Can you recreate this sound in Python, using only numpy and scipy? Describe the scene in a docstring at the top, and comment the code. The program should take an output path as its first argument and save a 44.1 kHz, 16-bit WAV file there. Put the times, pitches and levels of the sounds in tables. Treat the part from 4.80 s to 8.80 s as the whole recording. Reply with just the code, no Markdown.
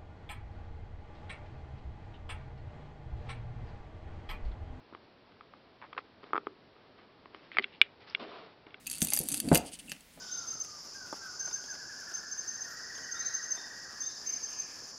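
"""Dull plastic knocks come first: the housing of a hand-held camera creaks in the grip, in a quiet room.
Brighter snaps and sharp double clicks follow, each a blow that rings the case for a few milliseconds.
Fingers brush the plastic, and near the end a hand slides over a desk, sounding the wood in tiny slips.
Steady room noise and hiss lie below; a dull microphone overloads on the loudest click."""
import sys
import numpy as np
from scipy import signal
from scipy.fft import rfft, irfft
from scipy.io import wavfile
from scipy.ndimage import uniform_filter1d

SR = 44100
rng = np.random.default_rng(int(sys.argv[2]) if len(sys.argv) > 2 else 0)


def materialize(psi):
    """Save the field psi as 16-bit PCM at rate SR to the path in sys.argv[1].

    A 1-D psi becomes a single channel; in a 2-D psi each row is a channel.
    """
    bounded = np.clip(np.atleast_2d(psi).T, -1, 1)
    quanta = np.round(bounded * 32767).astype(np.int16)
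    wavfile.write(sys.argv[1], SR, quanta)


N = 176400


def amp(db):
    """Decibels to gain."""
    return 10 ** (np.asarray(db) / 20)


def unit(x):
    """Scales to rms 1."""
    return x / np.sqrt(np.mean(x ** 2) + 1e-20)


def curve_at(points, hz):
    """Reads a curve on a log-frequency axis."""
    f, value = np.transpose(points)
    return np.interp(np.log(hz + 1), np.log(f + 1), value)


def add(mix, s, sound):
    """Mixes a sound in at s seconds."""
    part = mix[round(s * SR):][:len(sound)]
    part += sound[:len(part)]


def eq(x, gain):
    """Filters by a gain given as a function of frequency."""
    return irfft(rfft(x) * gain(np.fft.rfftfreq(len(x), 1 / SR)), len(x))


def strike(modes, db, bass_db, treble_db, pitch, bass_hz=614, treble_hz=1900):
    """One blow on damped plastic: broad modes swell and die; shelves make the contact soft or hard."""
    t = np.arange(SR // 20) / SR
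    hz, width, level = np.transpose(modes)[:, :, None]
    bass_shelf = bass_db / (1 + (hz / bass_hz) ** 6)
    treble_shelf = treble_db / (1 + (treble_hz / hz) ** 6)
    gain = amp(db + level + bass_shelf + treble_shelf)
    polarity = (-1) ** np.arange(len(modes))[:, None]
    damping = np.pi * width
    envelope = 2 * damping ** 2 * t / SR * np.exp(-damping * t)
    return (polarity * gain * envelope * np.sin(2 * np.pi * hz * pitch * t)).sum(0)


# click cues (t/s, level/dB, bass/dB, treble/dB, pitch ratio)
CLICK_CUES = [(2.8419, 11, 16, -1.5, 0.95), (3.0149, 31, 1, -2, 0.99), (3.3488, 14, 12, 0, 0.96),
              (3.8665, -10, 35.5, -7, 0.96), (3.906, -26, 10, 8, 0.95), (3.9431, 6.5, 17.5, -13.5, 0.95)]
# modes of a click at pitch ratio 1 (f/Hz, width/Hz, level/dB)
CLICK_MODES = [(388, 100, -24.5), (1220, 310, -30), (1630, 193, -7), (2353, 220, 4), (2919, 205, 0),
               (3572, 405, -4), (4340, 300, -25.5), (5360, 500, -30)]
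def clicks(gap_s=.00155, second_treble_db=-11.5):
    """A control strikes twice in one sharp click, the second hit duller."""
    out = np.zeros(N)
    for s, db, bass_db, treble_db, pitch in CLICK_CUES:
        add(out, s, strike(CLICK_MODES, db, bass_db, treble_db, pitch))
        add(out, s + gap_s, strike(CLICK_MODES, db, bass_db, treble_db + second_treble_db, pitch))
    return out


# cues for knocks and snaps (t/s, level/dB, bass/dB, treble/dB, pitch ratio)
KNOCK_CUES = [(0.1255, -11.5, 16.5, -1, 0.81), (0.1353, -10, -2, -2, 1.1), (0.1487, -2, 6.5, 8.5, 0.97),
              (0.5209, -19, 1, 18, 0.99), (0.6088, -4.5, -16, 4.5, 1.03), (0.7369, -6.5, -8, 2, 1.01),
              (1.0159, -9, 0, 14.5, 0.87), (1.0237, -6, -7, 14.5, 0.75), (1.1288, -2.5, -6, 8, 0.94),
              (1.1315, -7, -11, 16.5, 1.06), (1.1487, -11, -8, 4, 0.99), (1.1664, -9, 15, 4, 1.26),
              (1.1772, 9.5, -15, -1, 1), (1.1797, 3, -12, 21, 0.83), (1.1859, 2.5, 4.5, 3, 1.13),
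              (1.1895, 0, -6, -2, 1), (1.4329, -9, 11, 0, 1.02), (1.4402, -14.5, 19, 20, 1.02),
              (1.506, -13.5, 13.5, -3, 0.99), (1.5328, 19, -1.5, -6.5, 1.032), (1.546, 10, 7.5, -8.5, 0.97),
              (1.5553, 15, -1.5, -9, 1.05), (1.564, 13.5, -1, -3.5, 1.08), (1.5782, 14, 3.5, 0.5, 1.04),
              (1.6692, 9, 11, 0, 1.02), (1.9642, -17, 12, -5, 1.01), (2.1906, -16, 12, 1, 1.03),
              (2.4571, -7, 7, 9.5, 0.91), (2.5465, -5, 10, 16.5, 0.97), (3.868, -18, 22, 17, 0.86)]
SNAP_CUES = [(2.7167, -4.5, 2.5, 4.5, 0.97), (2.7481, -12, 19.5, 6, 0.85), (2.7693, 22, -17.5, -13.5, 1.06),
             (2.785, 20.5, 4, 4, 0.981), (2.7944, 7, 20.5, 7, 0.96)]
# their modes at pitch ratio 1 (f/Hz, width/Hz, level/dB)
KNOCK_MODES = [(255, 70, -20.5), (384.4, 184, -8.5), (794, 330, -13.5), (1194, 284, -0.5), (1660, 730, -20),
               (2140, 280, -16.5), (2480, 230, -23), (3140, 480, -23), (4590, 1000, -38)]
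SNAP_MODES = [(260, 63, -21), (389, 58, -11.5), (737, 350, -15.5), (1219, 233, -9), (1660, 477, -13.5),
              (2152, 280, 0), (2537, 180, -12.5), (3160, 390, -13.5), (3850, 300, -26.5),
              (4550, 460, -22.5)]
def housing_creaks():
    """The housing gives in the hand: dull knocks, and brighter snaps as the grip shifts."""
    out = np.zeros(N)
    for cues, modes in (KNOCK_CUES, KNOCK_MODES), (SNAP_CUES, SNAP_MODES):
        for s, *blow in cues:
            add(out, s, strike(modes, *blow))
    return out


def case_ring(hits, send_db=-21, t60_s=.025):
    """The case rings on after each hit with a short, noisy tail."""
    t = np.arange(SR // 10) / SR
    tail = rng.standard_normal(len(t)) * t * amp(-60 * t / t60_s)
    return amp(send_db) * signal.fftconvolve(hits, tail / np.linalg.norm(tail))[:N]


def friction(n, grain_db, grain_samples):
    """Tiny slips of skin: noise with a grainy, flickering level."""
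    noise = rng.standard_normal(n)
    flicker = unit(uniform_filter1d(rng.standard_normal(n), size=grain_samples))
    return noise * amp(grain_db * flicker)


# brush cues (t/s, length/s, level/dB, centre f/Hz, width/octaves)
BRUSH_CUES = [(1.02, 0.058, -50.5, 1060, 0.9), (1.173, 0.044, -52.5, 1800, 1.1),
              (1.426, 0.11, -57, 900, 1.5), (2.175, 0.095, -60.5, 1100, 1.3),
              (2.516, 0.37, -63.5, 2000, 1.3), (2.713, 0.22, -54.5, 2300, 0.58),
              (2.822, 0.024, -44, 2630, 0.55), (2.921, 0.084, -58.5, 2800, 0.47),
              (3.018, .06, -53.5, 2400, .5), (3.201, .1, -58, 1770, 1.2), (3.266, 0.14, -54, 2000, 2),
              (3.296, 0.013, -52, 5200, .2), (3.86, 0.18, -61.5, 700, 1.6)]
def finger_brushes(attack_share=0.072, fade_db=-14):
    """Skin rubs the housing: soft bands of friction that swell quickly and fade."""
    out = np.zeros(N)
    for s, length, db, hz, octaves in BRUSH_CUES:
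        grains = friction(SR // 2, grain_db=3, grain_samples=60)
        rub = eq(grains, lambda f: np.exp(-.5 * (np.log2((f + 1) / hz) / octaves) ** 2)
                 / np.sqrt(1 + f / hz))
        progress = np.linspace(0, 1, min(int(length * SR), len(rub)))
        gate = np.minimum(progress / attack_share, 1) * np.minimum(10 * (1 - progress), 1)
        add(out, s, unit(rub)[:len(gate)] * gate * amp(db + fade_db * progress ** 2))
    return out


# fader moves of the slide's three bands (t/s, bass/dB, middle/dB, hiss/dB)
SLIDE_FADERS = [(3.37, -60, -61, -70), (3.393, -59, -59, -68), (3.397, -51.5, -49, -50),
                (3.429, -45.5, -50, -51), (3.47, -52, -55.5, -55.5), (3.51, -52, -54.5, -55),
                (3.575, -57, -51.5, -55.5), (3.63, -59.5, -57.5, -58), (3.675, -60.5, -60, -62),
                (3.74, -76, -70, -67.5)]
# tone of skin on wood, ahead of the band split (f/Hz, level/dB)
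SLIDE_EQ = [(100, -31), (230, -9), (350, -6), (430, 1), (510, -7.5), (610, -6), (700, -3), (860, -15.5),
            (1000, -8), (1320, -10), (1600, -15.5), (3600, -16.5), (5000, -24.5), (6000, -29.5)]
def hand_slide(crossovers_hz=(600, 1600)):
    """Skin drags over the desk: slips sound the wood, deep at first, then lighter, with hiss above."""
    t = np.arange(N) / SR
    times, *faders = np.transpose(SLIDE_FADERS)
    slips = friction(N, grain_db=1.2, grain_samples=120)
    rub = eq(slips, lambda f: amp(curve_at(SLIDE_EQ, f)))
    bass, body = (eq(rub, lambda f: 1 / (1 + (f / hz) ** 10)) for hz in crossovers_hz)
    bands = bass, body - bass, rub - body
    gains = (amp(np.interp(t, times, db, left=-120, right=-120)) for db in faders)
    return sum(unit(band) * gain for band, gain in zip(bands, gains))


# tone of the reverb return (f/Hz, level/dB)
REVERB_EQ = [(100, -18.5), (380, -13.5), (800, -21.5), (1300, -25), (2400, -32.5), (5000, -32.5)]
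# reverb decay (f/Hz, t60/s)
REVERB_DECAY = [(200, .25), (1000, 0.18), (5000, .18)]
def room_reverb(x, build_s=0.0069):
    """Faint reflections of a small furnished room; the lows linger longest."""
    hz, t, spectrum = signal.stft(rng.standard_normal(SR // 2), SR, nperseg=256)
    decay = amp(-60 * t / curve_at(REVERB_DECAY, hz)[:, None])
    tail = signal.istft(spectrum * np.minimum(t / build_s, 1) * decay, SR, nperseg=256)[1]
    wet = signal.fftconvolve(x, tail / np.linalg.norm(tail))[:N]
    return eq(wet, lambda f: amp(curve_at(REVERB_EQ, f)))


# colour of the room tone (f/Hz, level/dB)
ROOM_TONE_EQ = [(20, -15), (35, -11), (60, -8.5), (100, 0), (150, -2.5), (220, 0), (300, 0.5), (420, 0),
                (600, -2.5), (850, -4.5), (1200, -7.5), (1800, -11), (2600, -13), (3600, -14.5),
                (4500, -15.5), (5200, -19.5)]
def room_tone(level_db=-59.5, waver_db=0.32, waver_hz=6):
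    """A steady, faintly wavering bed of air and fan noise."""
    waver = unit(eq(rng.standard_normal(N), lambda f: 1 / (1 + (f / waver_hz) ** 4)))
    air = unit(eq(rng.standard_normal(N), lambda f: amp(curve_at(ROOM_TONE_EQ, f))))
    return amp(level_db + waver_db * waver) * air


def scene():
    """Handling sounds over room tone; only the hits feed the reverb."""
    hits = clicks() + housing_creaks()
    hits += case_ring(hits)
    return (hits + room_reverb(hits) + finger_brushes() + hand_slide() + room_tone())[None]


def record(dry):
    """A dull microphone that overloads on the loudest click, with faint hiss and a band limit."""
    mic_hz, ceiling, hiss_db, limit_hz = 5450, 0.81, -101, 16800
    splash_hz, splash_db = 6080, -14  # a high shelf damps the overload's treble
    dull = eq(dry[0], lambda f: 1 / np.sqrt(1 + (f / mic_hz) ** 36))
    overloaded = np.clip(dull, -ceiling, ceiling)
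    damped = eq(overloaded, lambda f: np.maximum(1 / (1 + (f / splash_hz) ** 20), amp(splash_db)))
    hiss = amp(hiss_db) * rng.standard_normal(N)
    lowpass = signal.firwin(511, limit_hz, window=("kaiser", 9), fs=SR)
    return signal.oaconvolve(damped + hiss, lowpass, "same")[None]


dry = scene()
out = record(dry)
materialize(out)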